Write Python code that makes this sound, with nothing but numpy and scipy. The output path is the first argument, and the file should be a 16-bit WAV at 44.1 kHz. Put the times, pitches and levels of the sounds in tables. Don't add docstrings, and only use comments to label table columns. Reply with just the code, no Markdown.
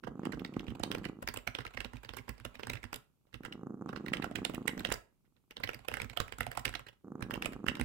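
import sys
import numpy as np
from scipy import signal
from scipy.fft import rfft, irfft
from scipy.io import wavfile

SR = 44100
rng = np.random.default_rng(int(sys.argv[2]) if len(sys.argv) > 2 else 0)


def unload_wav(signal):
    wavfile.write(
        sys.argv[1],
        SR,
        np.round(np.clip(np.atleast_2d(signal).T, -1, 1) * 32767).astype(np.int16),
    )


N = 345744
TIME = np.arange(N) / SR

# frequency in Hz, relative level in dB.
HUSH_SPECTRUM = [(18, -31.5), (30, -1.5), (53, -2.5), (88, -3), (141, -1), (239, -8.5), (649, -23),
                 (1160, -31), (2010, -41), (2230, -31), (5170, -33), (14800, -30), (16000, -36.5)]
# start in seconds, twitches per second.
TWITCH_RATES = [(0, 26.67), (.7, 25.07), (.84, 27.29), (1.26, 25.81), (3.08, 26.39), (4.62, 25.52),
                (5.46, 25.47), (7.0, 27.38), (7.42, 26.0)]
# start, swell time, start of fade and fade time, all in seconds,
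# then relative level in dB.
OUT_BREATHS = [(.02, .06, 1.08, .22, -42), (3.4, .33, 4.9, .03, -41.5), (7.035, .02, 7.9, .03, -43)]
# pitch in Hz, width in Hz, relative level in dB.
THROAT_MODES = [(154, 160, -1), (240, 265, 6.5), (482, 910, -3.5)]
MOUTH_MODES = [(766, 129, -21), (1253, 270, -12)]
NOSE_MODES = [(6590, 610, -33)]
# time in seconds, click level in dB, cap pitch in Hz, then the levels of
# stem, case and desk thump in dB. Levels are relative within each column.
KEY_CONTACTS = [(0.0372, -42.5, 1340, -69, -50, -47), (0.0705, -43, 1200, -71, -42, -54.5),
                (0.2328, -47, 1210, -70, -46, -53), (0.2533, -30.5, 1410, -44, -42, -45),
                (0.3224, -43, 1770, -61, -71, -53), (0.3324, -41, 1280, -82, -51, -48.5),
                (0.3945, -44.5, 2700, -60, -56, -57.5), (0.4478, -33.5, 2000, -55, -46, -64),
                (0.539, -49.5, 2900, -68, -60, -54), (0.5642, -47.5, 1830, -75, -67, -43),
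                (0.5943, -35.5, 2680, -60, -52, -57), (0.6674, -48, 3020, -71, -60, -41),
                (0.6811, -38.5, 1810, -61, -60, -42.5), (0.7032, -46.5, 2840, -63, -63, -44),
                (0.7967, -39.5, 1200, -50.5, -42.5, -51), (0.8346, -26, 4130, -38, -35.5, -53),
                (0.915, -25.5, 3040, -41, -45, -55), (0.9485, -29.5, 2530, -44, -33.5, -50),
                (0.9822, -47, 1380, -56, -57, -53), (1.0429, -37, 1700, -60, -57, -55),
                (1.0518, -30, 1960, -47.5, -48, -61), (1.2253, -38.5, 1330, -46.5, -44.5, -50),
                (1.275, -25.5, 1910, -33.5, -45, -46), (1.287, -32, 1540, -37, -58, -47),
                (1.3403, -43, 1490, -44, -53, -55), (1.3603, -38.5, 2680, -58, -49.5, -50),
                (1.3721, -33.5, 2980, -37, -39.5, -55.5), (1.3871, -43, 2940, -58, -59, -64),
                (1.474, -23.5, 2460, -40, -37, -45), (1.5493, -30, 2900, -60, -47, -60),
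                (1.5864, -29.5, 1300, -53, -46, -47), (1.606, -35, 2020, -55, -61, -58),
                (1.6508, -40, 2660, -59, -43, -52), (1.6652, -31, 2360, -49, -60, -68),
                (1.738, -46.5, 2360, -61, -64, -51), (1.7731, -31.5, 1900, -64, -47, -47),
                (1.8045, -30, 2730, -48, -54, -55), (1.8457, -33.5, 2900, -61, -56, -46),
                (1.934, -42, 1490, -59, -56, -45.5), (1.9681, -43.5, 2560, -63, -62, -55),
                (2.032, -48, 1610, -57, -58, -62), (2.0478, -38.5, 1550, -55, -54, -55.5),
                (2.0911, -34, 2740, -66, -53, -50.5), (2.136, -39.5, 1250, -53.5, -60, -53),
                (2.1688, -38, 1320, -45, -59, -53), (2.1856, -38, 2210, -54, -58, -49),
                (2.2802, -39.5, 1260, -63, -52, -45), (2.2922, -39.5, 1950, -45.5, -50.5, -43.5),
                (2.3805, -59.5, 1940, -61, -63, -56), (2.3997, -45.5, 1750, -55, -66, -53.5),
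                (2.4501, -32.5, 2930, -40.5, -39.5, -45.5), (2.553, -42.5, 2600, -59, -58, -53),
                (2.595, -35, 1440, -54, -50, -62), (2.6322, -30, 2650, -59, -41, -48.5),
                (2.6696, -33, 1240, -41, -46, -43), (2.6981, -27, 2280, -38, -41.5, -45),
                (2.734, -33.5, 2500, -47, -55, -44), (2.7538, -36.5, 2020, -52, -67, -62),
                (2.771, -46, 2220, -74, -64, -54), (2.8305, -37.5, 2210, -52, -64, -53),
                (2.8397, -34.5, 1580, -51, -62, -48), (2.929, -33.5, 1350, -40, -39, -54),
                (2.942, -33, 3020, -37, -50, -59), (2.9594, -42.5, 2940, -41.5, -52, -51),
                (3.2685, -73, 1260, -92, -73, -79), (3.329, -51, 1910, -76, -71, -64),
                (3.342, -36, 2640, -54, -48.5, -51), (3.4338, -44, 1950, -59, -59, -58),
                (3.4504, -33.5, 1670, -49, -52, -54), (3.5248, -33.5, 2890, -59, -59, -63),
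                (3.8905, -39, 1210, -58, -59, -62), (3.93, -53, 1270, -67, -44, -50.5),
                (3.961, -33.5, 1210, -63, -50, -51), (4.0617, -37.5, 1850, -56, -55, -57),
                (4.0826, -30.5, 1900, -50, -52, -60), (4.1346, -23.5, 2960, -43.5, -41, -51),
                (4.1694, -32.5, 2930, -50, -55, -48), (4.2233, -34, 1910, -55, -51, -54),
                (4.2423, -30, 1340, -44.5, -36, -44.5), (4.3116, -47, 1220, -59, -44, -57),
                (4.3562, -29, 1670, -41, -51, -51), (4.3836, -43, 2290, -61, -49, -54),
                (4.4497, -23, 3500, -32.5, -40, -62), (4.4962, -41, 1290, -54, -43, -56),
                (4.5362, -46, 2000, -57, -48, -55), (4.5466, -41, 2680, -47, -55, -51),
                (4.6782, -23, 2170, -34, -44, -57), (4.7767, -40, 1430, -48, -41, -44),
                (4.794, -34, 2070, -42, -42, -50), (4.8051, -32.5, 1660, -46, -50, -55),
                (4.8491, -22.5, 3000, -42.5, -40, -62), (4.8708, -37.5, 2840, -56, -60, -58),
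                (4.8888, -42, 2910, -57, -49, -63.5), (4.9016, -33.5, 1680, -48, -51, -51),
                (4.9169, -31.5, 1750, -49, -34.5, -53), (4.9228, -26.5, 2930, -26, -53, -51),
                (4.9398, -38.5, 1460, -38, -50, -60), (4.9567, -41, 1725, -58, -50.5, -59.5),
                (5.252, -77, 2190, -92, -88, -77), (5.3652, -67.5, 1970, -91.5, -84, -80),
                (5.5084, -39, 2460, -52, -53, -79), (5.5672, -32.5, 2840, -58, -49, -52),
                (5.6009, -48, 1400, -60, -47, -55), (5.6368, -26, 2010, -43, -55, -44),
                (5.674, -37, 2960, -51, -53, -53), (5.691, -29, 1480, -49.5, -45.5, -53),
                (5.7329, -39.5, 2340, -54.5, -53, -64), (5.7447, -36, 2100, -42, -57, -50),
                (5.7906, -52.5, 2160, -61, -57, -55), (5.8838, -26, 2640, -37, -33.5, -51),
                (5.915, -34, 1350, -54, -47, -48), (5.9395, -29.5, 1930, -43, -52, -53),
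                (5.9698, -33.5, 1980, -49, -46, -56), (5.9998, -29.5, 2140, -56, -45, -52),
                (6.0175, -28, 2700, -37.5, -45, -49.5), (6.0445, -43.5, 2000, -53, -51, -48.5),
                (6.0975, -39.5, 2760, -55, -65, -52), (6.1723, -26.5, 2920, -42.5, -36, -56),
                (6.2018, -26.5, 1200, -39, -51, -42), (6.2797, -43.5, 1960, -57, -61, -56),
                (6.3228, -33, 2330, -47, -55, -53), (6.3847, -39.5, 1390, -44, -52, -42),
                (6.4065, -22.5, 2020, -35.5, -34.5, -46), (6.4301, -41, 2860, -54, -56, -49),
                (6.4658, -37.5, 2050, -45.5, -37, -50), (6.5151, -32.5, 2160, -42.5, -45, -59),
                (6.551, -44.5, 2120, -53, -51, -63), (6.5738, -29, 1390, -38, -37.5, -49),
                (6.5942, -45, 1740, -45, -56, -53), (6.653, -21.5, 2790, -32, -46, -40.5),
                (6.6782, -35, 2600, -58, -50, -54), (6.6917, -39, 2050, -42.5, -46, -54.5),
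                (6.7267, -48, 1630, -65, -67, -61), (6.7394, -35, 1490, -55, -59, -57),
                (6.7522, -34, 2820, -57, -49, -64), (6.7935, -36.5, 1370, -49, -59, -52.5),
                (6.8671, -44, 1740, -62, -62, -68), (6.8851, -44.5, 2470, -60, -60.5, -68.5),
                (6.9293, -66.5, 2880, -81, -72, -80), (7.2078, -52.5, 1520, -58, -47.5, -43),
                (7.224, -34, 1660, -47, -44, -47), (7.3081, -28, 1260, -45.5, -50, -54),
                (7.339, -32, 2870, -45, -44, -48), (7.3567, -37, 1200, -53, -48, -51),
                (7.4226, -23, 2880, -41, -50, -59), (7.446, -31.5, 2130, -51, -53, -48),
                (7.4575, -29.5, 2700, -38.5, -38, -52), (7.5226, -49, 1860, -59, -62, -50),
                (7.5322, -39, 1200, -51.5, -47, -51), (7.665, -28.5, 1260, -49, -55, -44),
                (7.6831, -23.5, 1530, -45, -50, -37), (7.697, -34.5, 2969, -60, -49, -55),
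                (7.7531, -34, 2710, -47, -63, -53), (7.7694, -38.5, 1310, -59, -52, -52),
                (7.797, -30.5, 1290, -49, -45.5, -39), (7.8115, -29, 2080, -40.5, -42.5, -35)]
# pitch in Hz, width in Hz, relative level in dB.
CAP_MODES = [(1990, 840, 4.5), (2430, 970, 3.5), (2800, 464, 0.5), (3860, 810, -1.5), (4077, 690, -3.5)]
CASE_MODES = [(538, 180, 0.5), (715, 120, -2.5), (1060, 560, 0.5), (1273, 226, 0.5), (1370, 350, -1.5)]
STEM_MODES = [(4880, 590, -7.5), (6600, 1000, -7.5), (7950, 1300, 2), (9800, 4100, 3), (10250, 2200, 4),
              (14400, 3800, 3), (15600, 1400, -3)]
DESK_MODES = [(52, 17, -1), (116, 21, 2), (141, 23, -6.5), (243.6, 29, -0.5)]
# start in seconds, end in seconds, relative rustle level in dB.
TYPING_RUNS = [(0.194, 1.1, -66.5), (1.22, 2.951, -64), (3.324, 3.58, -77), (3.87, 4.934, -65),
               (5.61, 6.807, -62), (7.203, 7.9, -68.5)]


def amp(db):
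    return 10 ** (np.asarray(db) / 20)


def resonance(x, hz, width_hz):
    decay, angle = np.exp(-np.pi * width_hz / SR), 2 * np.pi * hz / SR
    return signal.lfilter([0, np.sin(angle)], [1, -2 * decay * np.cos(angle), decay ** 2], x + 1e-18)


def body(x, modes):
    return sum((-1) ** k * amp(db) * resonance(x, hz, width) for k, (hz, width, db) in enumerate(modes))


def touched(hit, modes, spread_db):
    rung = body(hit, [(hz, width, db + spread_db * rng.standard_normal()) for hz, width, db in modes])
    return rung * np.sqrt(np.sum(hit ** 2, axis=1) / np.sum(rung ** 2, axis=1))[:, None]


def cut(x, hz, kind, order):
    return signal.sosfilt(signal.butter(order, hz, kind, fs=SR, output="sos"), x)


def add(out, at_s, piece):
    i = max(round(at_s * SR), 0)
    out[..., i:i + piece.shape[-1]] += piece[..., :max(N - i, 0)]


def burst(rise_s, grain_db):
    age = np.arange(2400) / SR / rise_s
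    noise = rng.standard_normal((2, len(age))) * amp(grain_db * np.repeat(rng.standard_normal(100), 24))
    return noise / np.sqrt(np.mean(noise ** 2)) * (age * np.exp(1 - age)) ** 4


def hush():
    hz, db = np.transpose(HUSH_SPECTRUM)
    gain = amp(np.interp(np.log(np.fft.rfftfreq(N, 1 / SR) + 1), np.log(hz), db))
    shared, side = irfft(rfft(rng.standard_normal((2, N))) * gain, N)
    return amp(-79) / np.std(shared) * (shared * amp([[-1.5], [1.5]]) + 0.95 * side * [[1], [-1]])


def fold_pops(times_s, jitter_s, db, spread_db):
    timing, strength = rng.standard_normal((2, len(times_s)))
    at = ((times_s + jitter_s * timing) * SR).astype(int)
    pops = np.zeros(N)
    pops[np.clip(at, 0, N - 1)] = amp(db + spread_db * strength)
    return pops


def out_breaths(waver_db=1.5, wavers_per_s=12):
    effort = np.zeros(N)
    for start, swell, fade_at, fade, db in OUT_BREATHS:
        end = fade_at + fade
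        shape_db = np.interp(TIME, [start, start + swell, fade_at, end], [-8.5, 0, 0, -13.5])
        effort += amp(db + shape_db) * (TIME > start) * (TIME < end)
    waver = np.interp(TIME, np.arange(200) / wavers_per_s, rng.standard_normal(200))
    return effort * amp(waver_db * waver)


def purr():
    starts, rates = np.transpose(TWITCH_RATES)
    cycles = np.cumsum(rates[np.searchsorted(starts, TIME, "right") - 1]) / SR
    twitch_s = .005 + np.interp(np.arange(int(cycles[-1])), cycles, TIME)
    main = fold_pops(twitch_s, jitter_s=.0018, db=0, spread_db=3.5)
    early = fold_pops(twitch_s - .011, jitter_s=.003, db=-6.5, spread_db=5)
    stray = fold_pops(twitch_s + .012, jitter_s=.008, db=-12, spread_db=5)
    pops, effort = main + early + stray, out_breaths()
    flutter = amp(-39.5) * rng.standard_normal(N)
    pressure = amp(16) * effort * (pops + flutter) + amp(-62) * (main + flutter)
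    slap = effort * (pops + 0.32 * flutter) + amp(-71) * main
    slap = amp(13 + 2.2 * rng.standard_normal(N)) * np.roll(slap, 55)
    throat = cut(cut(body(pressure, THROAT_MODES), 91, "high", order=2), 430, "low", order=2)
    mouth = cut(body(slap, MOUTH_MODES), 1400, "low", order=3)
    nose = cut(body(slap, NOSE_MODES), 5000, "high", order=2)
    return throat + mouth + nose


def keyboard(usual_click_db=-35, usual_rise_s=.00245):
    clicks, loose = np.zeros((2, 2, N))
    for at_s, click_db, cap_hz, stem_db, case_db, _ in KEY_CONTACTS:
        pan, length = rng.standard_normal(2)
        sides = amp(np.array([[.5], [-.5]]) * (-11 + 4.5 * pan))
        force_db = click_db - usual_click_db
        rise_s = usual_rise_s * np.exp(.3 * length - .0117 * force_db)
        lands_s = at_s + .0012 - rise_s
        hit = burst(rise_s, grain_db=2)
        lag = rng.integers(14, 46)
        hit[0] = 0.68 * np.roll(hit[1], lag) + 0.91 * hit[0]
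        hit *= sides
        caps = amp(click_db - 5) * touched(hit, [(cap_hz, 550, 13)] + CAP_MODES, spread_db=5.5)
        case = amp(case_db + 2.5) * touched(hit, CASE_MODES, spread_db=3.5)
        stem = amp(stem_db - 3) * touched(hit, STEM_MODES, spread_db=4.5)
        add(clicks, lands_s, caps + case)
        add(clicks, lands_s - .0007, stem)
        shake = amp(-54.5 + .69 * force_db) * burst(.012, grain_db=6)
        lead_in = amp(click_db - 21.5) * burst(.0099, grain_db=.5)
        add(loose, at_s - .003, sides * shake)
        add(loose, at_s - .009, sides * lead_in)
    rattle = amp(-2.5) * touched(loose, CAP_MODES, spread_db=2)
    rattle += amp(-6.5) * touched(loose, CASE_MODES, spread_db=4.5)
    rattle += amp(-14) * touched(loose, STEM_MODES, spread_db=10.5)
    return clicks + rattle


def desk_thumps():
    push = np.zeros((2, N))
    for at_s, *_, thump_db in KEY_CONTACTS:
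        add(push, at_s - .004, amp(thump_db - 25.5) * burst(.011, grain_db=5.5))
    ringing = body(cut(push, 390, "low", order=2), DESK_MODES)
    near, far = cut(ringing, 39, "high", order=4)
    return np.array([amp(-8) * near + amp(-19) * far, amp(7.5) * near])


def hand_rustle(rest_db=-87, brushes_per_s=7.8):
    busy_db = np.full(N, float(rest_db))
    for start, end, db in TYPING_RUNS:
        edges_s = [start - .055, start, end, end + .031]
        busy_db = np.maximum(busy_db, np.interp(TIME, edges_s, [rest_db, db, db, rest_db]))
    grains = amp(3.2 * np.repeat(rng.standard_normal(N // 60 + 1), 60)[:N])
    rub = rng.standard_normal((2, N)) * grains * amp(busy_db - 7)
    brushing = (rng.random(N) < brushes_per_s / SR) & (busy_db > rest_db + 20)
    for i in np.flatnonzero(brushing):
        brush = burst(.0057, grain_db=.5) * amp(busy_db[i] + 11.5 + 3 * rng.standard_normal())
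        add(rub, i / SR, brush)
    rub *= amp([[-5.5], [3.5]])
    caps_and_case = touched(rub, CAP_MODES + CASE_MODES[2:], spread_db=11)
    return caps_and_case + amp(-15.5) * touched(rub, STEM_MODES, spread_db=0)


def room_echo(x, bass_fade_s=.3, treble_fade_s=.24, split_hz=2100):
    t = np.arange(SR // 2) / SR
    bass, treble = rng.standard_normal((2, 2, len(t))) * np.minimum(t / .003, 1)
    tail = cut(bass, split_hz, "low", order=2) * amp(-60 * t / bass_fade_s)
    tail += amp(-2.5) * cut(treble, split_hz, "high", order=2) * amp(-60 * t / treble_fade_s)
    tail /= np.sqrt(np.sum(tail ** 2, axis=1))[:, None]
    return signal.fftconvolve(x[None], tail, axes=1)[:, :N]


def scene():
    cat, keys, thumps = purr(), keyboard() + hand_rustle(), desk_thumps()
    cat_stereo = np.array([np.roll(cat, 5), cat]) * amp([[-2.2], [1.8]])
    to_walls = amp(-16) * cat + amp(-15.5) * keys[1] + amp(-18) * thumps[1]
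    echo = room_echo(to_walls) * amp([[-2.5], [1.5]])
    return cat_stereo + keys + thumps + echo + hush()


def record(dry):
    return signal.sosfilt(signal.ellip(8, .5, 70, 15800, fs=SR, output="sos"), dry)


dry = scene()
out = record(dry)
unload_wav(out)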